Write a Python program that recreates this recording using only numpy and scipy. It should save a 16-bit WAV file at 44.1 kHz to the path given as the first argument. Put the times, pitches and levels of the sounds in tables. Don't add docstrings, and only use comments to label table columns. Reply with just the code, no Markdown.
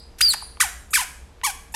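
import sys
import numpy as np
from scipy import signal
from scipy.fft import rfft, irfft
from scipy.io import wavfile
from scipy.ndimage import uniform_filter1d

SR = 44100
rng = np.random.default_rng(int(sys.argv[2]) if len(sys.argv) > 2 else 0)


def natural_amplitude(level_db):
    exponent = np.asarray(level_db, float) / 20
    return 10 ** exponent


def unload_wav(signal):
    wavfile.write(
        sys.argv[1],
        SR,
        np.round(np.clip(np.atleast_2d(signal).T, -1, 1) * 32767).astype(np.int16),
    )


N = 77175

# start_s, pitch_hz, low_level_db, buzz_level_db, hiss_share (0-1 of buzz power)
BITES = [
    [(.2065, 1310, -26.5, -25, 0), (.21, 1386, -19, -23, 0.5), (.2125, 2045, -18.5, -16, 0),
     (.215, 2890, -16.5, -13.5, 0.7), (.2195, 4756, -20.5, -30, 0.7), (.226, 4890, -14, -29, .9),
     (.241, 4885, -13.5, -46, .9), (.263, 4622, -15, -59, .9), (.276, 4799, -15, -55, .9),
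     (.284, 4508, -17, -53, .9), (.293, 4372, -18.5, -53, .9), (.301, 4430, -18.5, -47, .9),
     (.306, 4210, -17.5, -43, .9), (.312, 4013, -22.5, -41, 0.8), (.32, 3870, -28, -38, 0.3),
     (.332, 3277, -45, -31, 0.7), (.3355, 1900, -29, -22, 0.5), (.342, 965, -27, -28, 1),
     (.349, 710, -34, -55, 0.5)],
    [(.599, 1148, -43, -45, .4), (.6045, 1129, -19.5, -14.5, 0.2), (.6075, 1344, -19, -22.5, 0),
     (.6105, 1892, -16.5, -15.5, 0.05), (.614, 2044, -18.5, -13.5, 0.27), (.619, 1703, -21.5, -18, 0.9),
     (.624, 1457, -20.5, -21.5, 0.8), (.631, 1105, -27.5, -25.5, 0.9), (.641, 887, -29.5, -27, 0.2),
     (.651, 784, -31.5, -35, 0.7), (.668, 704.5, -38, -42, .6), (.69, 720, -40.5, -40, 0.9),
     (.698, 750, -69, -44, 0.7)],
    [(.9315, 1226, -32, -36.5, .4), (.9365, 1231, -21, -24.5, 0.3), (.94, 1895, -20, -19, 0.23),
     (.9435, 2635, -23, -16, 0.4), (.951, 2423, -18, -20.5, 0.57), (.957, 2186, -19.5, -16, .5),
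     (.9595, 1759, -19.5, -21, .5), (.972, 1507, -21, -24.5, 0.3), (.98, 1054, -28, -24.5, 0.2),
     (.99, 897, -29.5, -24.5, .4), (1.0, 1063, -26, -30.5, 0.22), (1.008, 959.4, -29, -26, 0.14),
     (1.024, 742.5, -34.5, -34, .5), (1.034, 713, -38.5, -30.5, 0.3), (1.042, 653, -51.5, -50.5, 0.42)],
    [(1.433, 982, -43.5, -58, 0.2), (1.437, 953, -23, -31.5, .3), (1.443, 1076, -26, -23, 0),
     (1.451, 1177, -23, -21, 0.37), (1.459, 1109, -26, -27, 0.3), (1.466, 973, -25.5, -23, 1),
     (1.477, 834.5, -27.5, -29, 0.4), (1.493, 814, -31, -33, 0.6), (1.503, 752, -32, -32, 0.9),
     (1.515, 696, -58, -41, 0.6)],
    [(1.739, 858, -59, -42, .3), (1.743, 875, -30, -33, 0.35), (1.75, 944, -28.5, -24, 0.6)],
]
LOW_PARTIALS_DB = [1.5, -3.5, -4, -5.5]
# freq_hz, level_db
SHELL = [(2500, 1.5), (3500, -8), (5000, -13.5), (7000, -21.5)]
# freq_hz, level_db
BUZZ = [(1500, -17.5), (3500, -3), (5000, 0.5), (6000, 2), (7500, 0), (9500, 4.5), (11500, 2), (13000, -2),
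        (13500, -8.5), (15800, -13), (16500, -35.5)]
SIDE_OFFSETS_HZ = [5550, 9700]
# start_s, lower_level_db, upper_level_db
SIDE_LEVELS = [(0.219, -62, -63.5), (0.223, -34, -21), (0.251, -41, -32.5), (0.279, -49, -38),
               (.288, -23, -19.5), (.305, -25, -25), (.315, -29, -62), (.325, -60, -71)]
# start_s (negative: counted back from the end), freq_hz, width_hz, level_db
AFTERGLOW = (-1.33, 9698, 1297, -41)
# start_s, end_s, level_db, low_hz, top_hz
HISS_PATCHES = [(0.182, 0.232, -42, 1440, 13400), (0.302, 0.325, -24, 7280, 8730),
                (0.905, 0.937, -39.5, 6500, 13200), (1.721, 1.738, -49, 6560, 13300)]
# start_s, level_db, start_pitch_hz, snap_db (over the blip)
TICKS = [(.4232, -32, 1400, -5), (.5716, -41, 1600, 8), (1.4148, -45, 2000, 17)]
# start_s, level_db
THUMPS = [(0.211, -37.5), (0.615, -47)]
# freq_hz, t60_s
ROOM_T60 = [(500, 0.44), (1500, 0.53), (4000, 0.54), (8000, 0.52), (14000, 0.43)]
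# freq_hz, level_db
ROOM_DIP = [(3300, 0), (4600, -3), (5600, 0)]
# freq_hz, width_hz, level_db (at 0 s)
LINGER = [(4897, 203, -50), (4400, 1400, -53.5), (9950, 260, -61), (8000, 1000, -62)]
# freq_hz, level_db (relative)
AIR = [(12, -32.5), (20, -1), (77, -5.5), (301, -14.5), (422, -16.5), (849, -18), (1290, -23.5),
       (2200, -27), (4940, -32), (12800, -43), (14500, -72)]
# freq_hz, width_hz, level_db
HUM = [(28, 6.5, -54.5), (56.6, 19.3, -49), (71.1, 8.1, -52.5), (465.4, 7.4, -67)]
# freq_hz, level_db
PHONE = [(13100, 0.5), (13400, -8), (15900, -5.5), (16400, -62.5)]

SHIMMER_DB = 2.0
RING_T60_S = 0.46


def evened(x):
    return x / np.sqrt(np.mean(x ** 2) + 1e-20)


def read(points, hz):
    point_hz, value = np.transpose(points)
    return np.interp(np.log(hz + 1), np.log(point_hz + 1), value)


def coloured(x, points):
    hz = np.fft.rfftfreq(len(x), 1 / SR)
    return irfft(rfft(x) * natural_amplitude(read(points, hz)), len(x))


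def drift(shape, size):
    once = uniform_filter1d(rng.standard_normal(shape), size)
    return evened(uniform_filter1d(once, size))


def fuzzy(hz, width):
    f = np.fft.rfftfreq(N, 1 / SR)
    band = 1 / (1 + (2 * (f - hz) / width) ** 4)
    return evened(irfft(rfft(rng.standard_normal(N)) * band, N))


def struck(t, peak_s):
    return t / peak_s * np.exp(1 - t / peak_s)


def add(mix, s, sound):
    part = mix[round(s * SR):][:len(sound)]
    part += sound[:len(part)]


def blend(weights, waves):
    return np.sqrt(2) * (weights * waves).sum(0) / np.sqrt((weights ** 2).sum(0) + 1e-9)


def squeak(rows):
    wobble, slip_rad = .003, .25
    split_hz, attack_s = 6500, .0015
    s, hz, low_db, buzz_db, share = np.transpose(rows)
    t = np.arange(s[0], s[-1], 1 / SR)
    hz = np.interp(t, s, hz) * (1 + wobble * drift(len(t), size=30))
    turns = np.cumsum(hz) / SR
    k = np.arange(1, 25)[:, None]
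    shape = (len(k), len(t))

    phase = np.pi * rng.random(k.shape) + slip_rad * (k > 4) * drift(shape, size=60)
    flutter = natural_amplitude(SHIMMER_DB * (k > 1) * drift(shape, size=60))
    waves = np.cos(2 * np.pi * k * turns + phase) * flutter
    low_weights = natural_amplitude(np.array(LOW_PARTIALS_DB)[:, None] + (k[:4] > 1) * read(SHELL, k[:4] * hz))
    low = blend(low_weights, waves[:4])

    harmonic_weights = natural_amplitude(read(BUZZ, k * hz)) * (k > 1) * (k * hz < split_hz)
    offset_hz = SIDE_OFFSETS_HZ[0]
    shifted_hz = k * hz + offset_hz
    shifted_weights = natural_amplitude(read(BUZZ, shifted_hz)) * (shifted_hz > split_hz) * 2 / np.sqrt(k)
    shifted = np.cos(2 * np.pi * (k * turns + offset_hz * t) + phase[::-1])
    shifted = shifted * natural_amplitude(SHIMMER_DB * drift(shape, size=60))
    high = blend(np.r_[harmonic_weights, shifted_weights], np.r_[waves, shifted])

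    puff_gate = 1 + np.cos(2 * np.pi * turns)
    puffs = evened(coloured(rng.standard_normal(len(t)) * puff_gate, BUZZ))
    share = np.clip(np.interp(t, s, share), 0, 1)
    buzz = np.sqrt(1 - share) * high + np.sqrt(share) * puffs
    voice = natural_amplitude(np.interp(t, s, low_db)) * low + natural_amplitude(np.interp(t, s, buzz_db)) * buzz
    return s[0], np.minimum((t - s[0]) / attack_s, 1) * voice


def side_tones():
    s, *levels = np.transpose(SIDE_LEVELS)
    t = np.arange(s[0], s[-1], 1 / SR)
    bite_s, bite_hz = np.transpose(BITES[0])[:2]
    hz = np.interp(t, bite_s, bite_hz)
    tones = np.zeros(len(t))
    for offset_hz, level_db in zip(SIDE_OFFSETS_HZ, levels):
        level = natural_amplitude(np.interp(t, s, level_db) + SHIMMER_DB * drift(len(t), size=60))
        tones += level * np.sin(2 * np.pi * np.cumsum(hz + offset_hz) / SR)
    return s[0], tones


def afterglow():
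    s, hz, width, db = AFTERGLOW
    fade = natural_amplitude(db - 60 * np.arange(N) / SR / RING_T60_S)
    return s, fade * fuzzy(hz, width)


def hiss_patch(start, end, db, low_hz, top_hz):
    noise = rng.standard_normal(round((end - start) * SR))
    hiss = coloured(noise, [(low_hz, -30), (low_hz, 0), (top_hz, -4), (top_hz, -20)])
    return start, natural_amplitude(db) * evened(hiss) * signal.windows.tukey(len(hiss), .2)


def tick(s, db, start_hz, snap_db):
    end_hz, fall_s, ring_s = 650, .003, .0018
    snap_hz, snap_s = 2400, .00013
    t = np.arange(0, .03, 1 / SR)
    glide_hz = end_hz + (start_hz - end_hz) * np.exp(-t / fall_s)
    blip = np.sin(2 * np.pi * np.cumsum(glide_hz) / SR) * struck(t, ring_s)
    snap = np.sin(2 * np.pi * snap_hz * t) * struck(t, snap_s)
    return s, natural_amplitude(db) * (blip + natural_amplitude(snap_db) * snap)


def thump(s, db):
    pitch_hz, peak_s = 139.3, 0.0029
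    t = np.arange(0, .08, 1 / SR)
    return s, natural_amplitude(db) * struck(t, peak_s) * np.sin(2 * np.pi * pitch_hz * t)


def room(x):
    echo_db, echo_t60_s, tail_db = -14, 0.018, -11
    t = np.arange(SR) / SR
    taps = np.zeros(SR)
    at = np.arange(80, SR - 20, 20)
    taps[at + rng.integers(0, 20, len(at))] = rng.choice([-1., 1.], len(at))
    near = taps * natural_amplitude(-60 * t / echo_t60_s)
    hz, frame_s, bands = signal.stft(taps, SR, nperseg=256)
    decay = natural_amplitude(-60 * frame_s / read(ROOM_T60, hz)[:, None])
    tail = signal.istft(bands * decay, SR, nperseg=256)[1][:SR]
    echoes = natural_amplitude(echo_db) * near / np.linalg.norm(near)
    response = echoes + natural_amplitude(tail_db) * tail / np.linalg.norm(tail)
    return signal.fftconvolve(x, coloured(response, ROOM_DIP))[:N]


def background():
    air = natural_amplitude(-52) * evened(coloured(rng.standard_normal(N), AIR))
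    hum = sum(natural_amplitude(db) * fuzzy(hz, width) for hz, width, db in HUM)
    ring = sum(natural_amplitude(db) * fuzzy(hz, width) for hz, width, db in LINGER)
    return air + hum + ring * natural_amplitude(-60 * np.arange(N) / SR / RING_T60_S)


def scene():
    toy, near = np.zeros(N), np.zeros(N)
    for rows in BITES:
        add(toy, *squeak(rows))
    for row in TICKS:
        add(toy, *tick(*row))
    add(near, *side_tones())
    add(near, *afterglow())
    for row in HISS_PATCHES:
        add(near, *hiss_patch(*row))
    for row in THUMPS:
        add(near, *thump(*row))
    return (toy + room(toy) + near + background())[None]


def band_limit(x):
    return signal.sosfilt(signal.butter(12, 16550, fs=SR, output="sos"), x)


def record(dry):
    mix = coloured(dry[0], PHONE)[None]
    return band_limit(mix)


dry = scene()
out = record(dry)
unload_wav(out)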